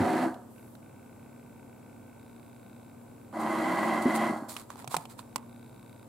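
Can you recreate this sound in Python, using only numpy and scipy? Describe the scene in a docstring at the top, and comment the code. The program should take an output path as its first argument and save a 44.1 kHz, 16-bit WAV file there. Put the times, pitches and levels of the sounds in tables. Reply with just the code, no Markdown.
"""A motorised paper towel dispenser, close by in a kitchen where a refrigerator hums throughout.
One feed ends at 0.24 s; a few light clicks follow, and from 0.5 s a camera's focus drive ticks faintly.
At 3.3 s the motor spins up for a second feed: plastic gears rattle, the cover drones, paper hisses.
The sheet snags with a thud near 4 s; at 4.3 s the motor cuts out and coasts, and the cover shudders.
Then paper rustles, and plastic clicks go on until about 5.4 s, leaving the focus drive and the hum."""
import sys
import numpy as np
from scipy import signal
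from scipy.fft import rfft, irfft
from scipy.io import wavfile
from scipy.ndimage import uniform_filter1d

SR = 44100
rng = np.random.default_rng(int(sys.argv[2]) if len(sys.argv) > 2 else 0)


def master(y):
    """Save y as 16-bit WAV."""
    cut = np.clip(np.atleast_2d(y).T, -1, 1)
    pcm = np.round(cut * 32767)  # scale
    wavfile.write(sys.argv[1], SR, pcm.astype(np.int16))


N = 268348
TIME, FREQS = np.arange(N) / SR, np.fft.rfftfreq(N, 1 / SR)


# motor cues: (switch on [s], switch off [s], coasting time constant [s])
MOTOR_RUNS = [(-0.7, 0.24, 0.041), (3.328, 4.274, 0.066)]
# EQ of the gear rattle in each feed: (frequency [Hz], relative gain [dB])
FIRST_RATTLE_EQ = [(50, -36), (250, -13), (400, -13), (440, -11), (490, -4.5), (630, -2), (720, 4),
                   (830, -5), (940, -4), (1090, -9.5), (1620, -13), (2600, -27), (4400, -36), (7000, -49)]
SECOND_RATTLE_EQ = [(50, -36), (460, -12), (560, 0), (780, -0.5), (870, -5), (1000, 2), (1180, -6),
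                    (1400, -12), (1820, -17), (2020, -10), (2400, -22), (3200, -25.5), (4300, -34.5),
                    (7000, -43.5)]
# tones the motor draws from the housing in each feed: (frequency [Hz], relative level [dB])
FIRST_WHINE = [(254, -6.5), (318.8, -3.5), (391, -12), (732, -9), (932, -14)]
SECOND_WHINE = [(220.2, -8.5), (254.5, -17.5), (318, -14), (636, -15.5), (712, -14.5), (790, -16),
                (817, -18), (1005, -17), (1065, -19), (1118, -19)]

def dispenser():
    """Two feeds of paper; the second is raspier and rings the housing harder."""
    first = feed(MOTOR_RUNS[0], FIRST_RATTLE_EQ, FIRST_WHINE, cover_db=-32.3, paper_db=-51.5,
                 ring_depth=0.44, rattle_db=-30.5, whine_db=-31.2, rasp_db=-44)
    second = feed(MOTOR_RUNS[1], SECOND_RATTLE_EQ, SECOND_WHINE, cover_db=-32.9, paper_db=-50.6,
                  ring_depth=1.08, rattle_db=-31.5, whine_db=-31.5, rasp_db=-39.2)
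    return pan(-.3) * first + pan(0.1) * second


def feed(run, rattle_eq, tones, cover_db, paper_db, **gear_mix):
    """One run of the motor: gears, cover and paper all swell and fade with its speed."""
    on_s, off_s, coast_s = run
    speed_db = motor_speed_db(on_s, off_s, coast_s)
    gears = gear_train(speed_db, rattle_eq, tones, **gear_mix)
    return gears + amp(cover_db) * cover_drone(speed_db, off_s) + amp(paper_db) * roller_hiss(speed_db)


def motor_speed_db(on_s, off_s, coast_s, jerk=0.08, spin_up_s=0.14, snag_s=4.04):
    """Speed against full speed: the motor jerks on, creeps up, sags at the snag, and coasts."""
    spin_up = (TIME > on_s) * (1 - (1 - jerk) * np.exp(-np.maximum(TIME - on_s, 0) / spin_up_s))
    coast = np.exp(-np.maximum(TIME - off_s, 0) / coast_s)
    snag_db = -3 * np.exp(-((TIME - snag_s) / 0.05) ** 2)
    return 20 * np.log10(spin_up * coast + 1e-9) + snag_db


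# housing peaks and notches: (frequency [Hz], width [Hz], gain at ring_depth 1 [dB])
HOUSING_MODES = [(627, 17, -0.5), (705, 12, 3), (807, 22, 6.5), (1072, 23, 3), (1174, 14, 2.5),
                 (1250, 25, 6), (1400, 31, 7), (1533, 33, 8.5), (1580, 44, -1), (1665, 30, 10),
                 (1947, 41, 9), (1970, 19, 1), (2035, 50, 9), (2130, 32, 3), (2680, 58, 4), (3200, 120, 6),
                 (4060, 120, 7.5)]

def gear_train(speed_db, rattle_eq, tones, ring_depth, rattle_db, whine_db, rasp_db, shaft_hz=21.88):
    """Gears and motor ring the housing: a dull rattle, a whine, and a bright rasp when driven hard."""
    drive_db = 0.66 * speed_db
    # the shaft wobbles, and turns slower while it spins up and coasts down
    turns = np.cumsum(shaft_hz * (1 + .008 * np.maximum(drive_db, -20) + .012 * drift(12))) / SR
    teeth = near_pair(gear_teeth(turns), gear_teeth(turns))
    housing = 1 + sum((amp(ring_depth * db) - 1) * bell(hz, width) ** 2
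                      for hz, width, db in HOUSING_MODES)
    rattle = colour(teeth, amp(read(rattle_eq)) * housing * near_sides())
    dull = low_band(rattle, 1780, order=10)
    whine = wavering(tones, flutter=0.37, stray=0.58, rate_hz=10)
    body = (unit(dull) * amp(rattle_db) + whine * amp(whine_db)) * amp(drive_db)
    # most of the rasp needs full speed; the rest follows the dull rattle
    rasp_envelope = 0.76 * amp(1.8 * speed_db) + 0.24 * amp(drive_db)
    return body + unit(rattle - dull) * amp(rasp_db) * rasp_envelope


def gear_teeth(turns, count=16, uneven=0.86, rough=1.32, scrape=1.85, throb=0.061):
    """Loose teeth knock either flank, partly in a pattern that repeats each turn, and scrape between."""
    tooth = np.floor(turns * count).astype(int)
    strikes = np.diff(tooth, prepend=tooth[0]) > 0
    wear = unit(rng.standard_normal(count))
    force = 0.23 + uneven * wear[tooth % count] + rough * rng.standard_normal(N)
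    contact = unit(strikes * force) + scrape * rng.standard_normal(N)
    return contact * (1 + throb * np.cos(2 * np.pi * turns))


# low modes of the cover: (frequency [Hz], width [Hz], relative level [dB])
COVER_MODES = [(180.5, 49, -6.5), (221.5, 11, 1.5), (251.6, 19, -6.5), (317.5, 14.8, 0.5), (340, 41, -1.5),
               (381, 16, -13.5)]

def cover_drone(speed_db, off_s, shudder_delay_s=0.034, shudder_s=0.022):
    """The motor shakes the cover into a low drone, which shudders just after the cut-out."""
    shake = near_pair(*rng.standard_normal((2, N)))
    modes = sum(amp(db) * bell(hz, width) ** 2 for hz, width, db in COVER_MODES)
    drone = colour(shake, modes * bell(322, 660) ** 4)
    # the steady motor keeps the cover swinging evenly
    power = uniform_filter1d((drone ** 2).mean(0), size=2000)
    drone = unit(drone / np.sqrt(power + .05))
    shudder_db = 7.5 * np.exp(-((TIME - off_s - shudder_delay_s) / shudder_s) ** 2)
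    return drone * amp(0.88 * speed_db + shudder_db)


# EQ of paper on the rollers: (frequency [Hz], relative gain [dB])
ROLLER_EQ = [(2650, -26), (4500, 3), (4760, -4.5), (5920, -6), (7430, -1.5), (11000, -4), (14200, -16.5),
             (15500, -50)]

def roller_hiss(speed_db):
    """Paper runs over the rollers with a grainy hiss that rides the motor's speed."""
    fibres = near_pair(grains(9000, 1.6), grains(9000, 2.5))
    return colour(fibres, amp(read(ROLLER_EQ)) * near_sides()) * amp(0.76 * speed_db)


# bumps of the roll and soft thuds: (time [s], level before the low cut [dB], pitch [Hz])
BUMP_HITS = [(.002, -19, 103), (.004, -15, 293), (.015, -15, 250), (3.385, -31, 215), (4.055, -10.5, 246),
             (4.058, -16, 350), (4.08, -17, 310), (4.422, -28.5, 300), (4.875, -35, 128), (4.966, -33, 160),
             (5.359, -38, 260)]

def roll_bumps(attack_s=0.0013, t60_cycles=18, low_cut_hz=120):
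    """The roll jolts the cover: short low rings from a panel too small to radiate deep bass."""
    out, t = np.zeros((2, N)), np.arange(SR // 4) / SR
    for s, db, hz in BUMP_HITS:
        envelope = amp(db - 60 * t * hz / t60_cycles) * (1 - np.exp(-t / attack_s))
        add(out, s, envelope * np.sin(2 * np.pi * hz * t))
    return signal.sosfilt(signal.butter(3, low_cut_hz, "high", fs=SR, output="sos"), out)


# clicks: (time [s], knock level [dB], knock pitch [Hz], crack level [dB], crack ring [Hz], pan [dB])
CLICK_HITS = [(.343, -40, 1500, -49, 4000, -2), (0.582, -45, 1500, -57, 2370, -4),
              (0.752, -45, 1480, -53, 3950, -5), (4.566, -41, 1430, -30, 2190, -2),
              (4.703, -24, 1100, -43, 7000, -5), (4.757, -31, 890, -50, 5500, -4),
              (4.844, -26, 766, -44.5, 5960, -4), (4.876, -27, 800, -33, 8200, -4),
              (4.917, -28, 762, -44, 3500, -5), (4.9433, -7, 960, -28, 8200, -4.5),
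              (4.949, -18, 935, -38, 8200, -12), (4.9665, -12, 800, -22, 8200, -0.5),
              (5.054, -29, 850, -42, 2600, -4), (5.192, -23, 1020, -41, 3960, -6),
              (5.3592, -17.5, 1050, -23.7, 8000, -5), (5.38, -44, 1080, -48, 8000, -4)]
# EQ of the crack: (frequency [Hz], relative gain [dB])
CRACK_EQ = [(300, -20), (900, 12), (1700, -5.5), (2400, 4), (4000, -1), (5500, -4), (8000, -3.5),
            (11000, -3.5), (15500, -13)]

def sharp_clicks(knock_t60_s=0.011, crack_t60_s=0.023, attack_s=0.0008, ring_width_hz=1200):
    """Each click layers a bright, resonant crack over a quickly damped knock; most are the dispenser's plastic,
    but the light clicks at 0.58 s and 0.75 s come from the lens."""
    out, t = np.zeros((2, N)), np.arange(SR // 10) / SR
    noise = pair(*rng.standard_normal((2, N)), likeness=[(500, 0.3), (4000, 0.34), (12000, 0.19)])
    noise = colour(noise, amp(read(CRACK_EQ)))
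    for s, knock_db, hz, crack_db, ring_hz, pan_db in CLICK_HITS:
        phase = 2 * np.pi * hz * t
        body = np.sin(phase) + amp(-10) * np.sin(1.274 * phase) + amp(-12) * np.sin(0.6 * phase)
        knock = body * amp(knock_db - 60 * t / knock_t60_s) * (1 - np.exp(-t / attack_s))
        burst = noise[:, round(s * SR):][:, :len(t)]
        ring = amp(5) * signal.lfilter(*signal.iirpeak(ring_hz, ring_hz / ring_width_hz, SR), burst)
        fade = amp(crack_db - 60 * t / crack_t60_s)
        crack = unit((burst + ring) * fade) * np.sqrt(np.mean(fade ** 2))
        add(out, s, pan(pan_db) * (knock + crack))
    return out


# paper rustles; the last row is a short, faint hiss swelling into the click at 5.19 s and fading after:
# (peak time [s], attack [s], release [s], level [dB], low shelf [dB])
SWELLS = [(3.407, .015, .04, -48, -4), (3.855, .02, .03, -50, -4), (4.025, .015, .02, -41, -6),
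          (4.16, .022, 0.026, -35, -6), (4.375, .012, .02, -55, 3), (4.493, 0.011, 0.1, -40, -7),
          (4.595, 0.04, 0.06, -48.5, 0), (4.71, 0.02, 0.05, -53, 6), (4.8, .04, 0.05, -51.5, 5),
          (4.935, 0.043, 0.027, -38.5, -1), (4.985, .02, 0.08, -53, 3), (5.102, 0.015, .05, -50.5, 0),
          (5.19, 0.015, 0.034, -48.5, 1)]
# their EQ: (frequency [Hz], relative gain [dB])
SWELL_EQ = [(300, -20), (600, -2), (1000, 9), (1800, -4), (2400, -3), (2900, -8), (4000, -1.5), (5900, -8),
            (7700, 0), (11000, -5), (15500, -13)]

def rustles_and_hiss(grains_per_s=4000, tail_db=-23, tail_s=0.13):
    """Grainy swells with soft tails: paper fibres catch, let go and settle; the last is a faint hiss."""
    snaps = pair(grains(grains_per_s, 2.6), grains(grains_per_s, 3.2), [(1500, 0.53), (10000, 0.25)])
    sides = pan_by_band([(1000, -4), (6000, -1), (13000, -10)])
    texture = colour(snaps, amp(read(SWELL_EQ)) * sides)
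    lows = low_band(texture, 3200, order=3)  # in paper, the whole sheet rather than single fibres
    out = np.zeros((2, N))
    for s, attack, release, db, shelf_db in SWELLS:
        swell = np.interp(TIME - s, [-attack, 0, release], [0, 1, 0])
        tail = amp(tail_db) * (TIME > s) * np.exp(-abs(TIME - s) / tail_s)
        out += amp(db) * np.maximum(swell, tail) * (texture + (amp(shelf_db) - 1) * lows)
    return out


# kitchen reverb: (frequency [Hz], time to fall 60 dB [s])
REVERB_DECAY = [(150, 0.3), (1000, 0.27), (4000, 0.19), (14000, 0.032)]

def kitchen_reverb(x, reflections_per_s=3000):
    """Sparse reflections of random sign, each band dying at its own speed."""
    taps = rng.standard_normal((2, SR // 2)) * (rng.random((2, SR // 2)) < reflections_per_s / SR)
    taps[:, :SR // 250] = 0  # 4 ms pre-delay
    hz, t, bands = signal.stft(taps + .5 * taps[::-1], SR, nperseg=256)
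    decay = amp(-60 * t / read(REVERB_DECAY, hz)[:, None])
    tail = signal.istft(bands * decay, SR, nperseg=256)[1]
    return signal.fftconvolve(x, tail / np.linalg.norm(tail[0]), axes=1)[:, :N]


# focus drive cues: (start [s], end [s], low ring level [dB], high ring level [dB])
FOCUS_CUES = [(.5626, .69, -65.5, -76), (.8294, 2.19, -66.3, -81), (2.1972, 2.9, -66.5, -73),
              (2.9145, 3.4, -69, -80), (5.229, 5.48, -69.5, -75), (5.4959, 6.05, -66.3, -69)]
# resonances the drive rings: (frequency [Hz], width [Hz], relative level [dB])
FOCUS_LOW_MODES = [(1440, 200, 2), (1530, 90, 2.5), (2250, 550, -2.5), (2626, 280, -5.5)]
FOCUS_HIGH_MODES = [(3780, 800, -1), (4670, 700, -10.5), (8740, 700, -5.5), (9800, 760, -9),
                    (11500, 1100, -12.5), (13900, 800, -14)]

def focus_drive(steps_per_s=59.95, pull=-.65, uneven=0.18):
    """The lens steps, pushing and pulling in turn, and each tick rings a few resonances."""
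    ticks = np.zeros((2, N))  # one row for the low modes, one for the high
    for start, end, low_db, high_db in FOCUS_CUES:
        steps = np.flatnonzero(np.diff(np.floor((TIME - start) * steps_per_s)))
        steps = steps[(TIME[steps + 1] >= start) & (TIME[steps] < end)]
        ticks[:, steps] = amp([[low_db], [high_db]]) * np.resize([1, pull], len(steps))
    ticks *= np.sqrt(SR / steps_per_s) * (1 + uneven * rng.standard_normal(N))
    rings = [unit(sum(amp(db) * bell(hz, width) ** 4 for hz, width, db in modes))
             for modes in (FOCUS_LOW_MODES, FOCUS_HIGH_MODES)]
    return irfft((rfft(ticks) * rings).sum(0), N)


def lens_glide(start_s=0.5, end_s=0.76, level_db=-66):
    """The lens glides out of focus with a thin hiss."""
    gate = (TIME > start_s) & (TIME < end_s)
    return amp(level_db) * gate * colour(rng.standard_normal((2, N)), bell(11500, 6000) ** 2)


# EQ of the kitchen air: (frequency [Hz], relative gain [dB])
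AIR_EQ = [(20, -38), (50, -15), (75, -13.5), (115, -7), (165, -8), (260, -3), (380, -9), (520, -10.3),
          (950, -15), (1400, -25), (1800, -31), (3200, -36), (6200, -41), (15800, -39)]
# its stereo image: (frequency [Hz], left-right likeness [0-1])
AIR_LIKENESS = [(60, 0.73), (180, 0.61), (550, 0.27), (1650, 0.54), (4970, 0.42), (15000, 0.042)]
# refrigerator tones: (frequency [Hz], level before trim [dB])
FRIDGE_TONES = [(98.6, -62.5), (117.6, -58.5), (134.7, -61.5), (200.3, -64.5), (235.3, -54.5), (269.2, -64),
                (525.6, -72.5), (936, -73)]

def room_tone(air_db=-53.2, hiss_db=-68, fridge_trim_db=-2):
    """The bed: still air, microphone hiss and the wavering hum of the refrigerator."""
    air = colour(pair(*rng.standard_normal((2, N)), AIR_LIKENESS), amp(read(AIR_EQ)))
    hiss = colour(rng.standard_normal((2, N)), bell(7730, 930) ** 2 + 0.99 * bell(10800, 8800) ** 2)
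    hum = wavering(FRIDGE_TONES, flutter=0.18, stray=.35, rate_hz=3)
    return pan(0.27) * (amp(air_db) * air + amp(fridge_trim_db) * hum) + amp(hiss_db) * hiss


# stereo image of the dispenser: (frequency [Hz], left-right likeness [0-1])
DISPENSER_LIKENESS = [(60, 0.78), (180, 0.97), (550, 0.88), (1650, 0.89), (4970, 0.73), (15000, 0.33)]

def near_pair(a, b):
    """Gives two unrelated sounds the dispenser's stereo width."""
    return pair(a, b, DISPENSER_LIKENESS)


# placement of the dispenser: (frequency [Hz], left over right [dB])
DISPENSER_PAN = [(60, 0.5), (180, 10), (550, -2), (1650, -1.5), (4970, 0), (15000, -6)]

def near_sides():
    """The dispenser's left and right gains at each frequency."""
    return pan_by_band(DISPENSER_PAN)


def pair(a, b, likeness):
    """Mid-side stereo from two unrelated sounds, alike by band: (frequency [Hz], likeness [0-1])."""
    same = np.clip(read(likeness), 0, 1)
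    mid, side = rfft(a) * np.sqrt(1 + same), rfft(b) * np.sqrt(1 - same)
    return irfft(np.array([mid + side, mid - side]), N)


def pan(left_over_right_db):
    return amp([[left_over_right_db / 2], [-left_over_right_db / 2]])


def pan_by_band(points):
    """Channel gains from (frequency [Hz], left over right [dB])."""
    return amp(np.array([[.5], [-.5]]) * read(points))


def wavering(tones, flutter, stray, rate_hz):
    """Tones (frequency [Hz], rms level [dB]) that flutter in level and stray in phase."""
    out = np.zeros(N)
    for hz, db in tones:
        level = amp(db) * (1 + flutter * drift(rate_hz))
        out += level * np.sin(2 * np.pi * hz * TIME + stray * drift(rate_hz))
    return np.sqrt(2) * out


def grains(per_s, spread_db):
    """Random tiny snaps of very uneven size; rms 1."""
    size = amp(spread_db * np.minimum(rng.exponential(1, N), 4)) * rng.standard_normal(N)
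    return unit(size * (rng.random(N) < per_s / SR))


def drift(hz):
    """Slow random modulation up to about hz; rms 1."""
    knots = rng.standard_normal(400)
    return unit(np.interp(TIME * hz * 2, np.arange(len(knots)), knots))


def bell(hz, width_hz):
    """Magnitude of one resonance."""
    return 1 / np.sqrt(1 + (2 * (FREQS - hz) / width_hz) ** 2)


def read(points, hz=FREQS):
    """Joins (frequency [Hz], value) points on a log-frequency axis."""
    point_hz, value = np.transpose(points)
    return np.interp(np.log(hz + 1), np.log(point_hz + 1), value)


def colour(x, gain):
    """Filters by a gain for each frequency; rms 1."""
    return unit(irfft(rfft(x) * gain, N))


def low_band(x, hz, order):
    """Zero-phase low-pass: subtracting it from x leaves a clean high band."""
    return signal.sosfiltfilt(signal.butter(order, hz, fs=SR, output="sos"), x)


def amp(db):
    return 10 ** (np.asarray(db) / 20)


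def unit(x):
    """Scales to rms 1."""
    return x / np.sqrt(np.mean(x ** 2) + 1e-20)


def add(mix, start_s, sound):
    part = mix[:, max(round(start_s * SR), 0):][:, :sound.shape[-1]]
    part += sound[..., :part.shape[1]]


def scene():
    """Dispenser and paper up front; only the dull part of each hit comes back from the kitchen."""
    feeds = dispenser()
    hits = roll_bumps() + sharp_clicks()
    send = signal.sosfilt(signal.butter(2, 1500, fs=SR, output="sos"), hits)
    reverb = amp(-17) * kitchen_reverb(send)
    return feeds + hits + reverb + rustles_and_hiss() + room_tone() + focus_drive() + lens_glide()


def record(dry):
    """A steep high cut at 15.85 kHz on the whole mix."""
    high_cut = signal.firwin(401, 15850, window=("kaiser", 9), fs=SR)
    return signal.oaconvolve(dry, high_cut[None], "same", axes=1)


dry = scene()
out = record(dry)
master(out)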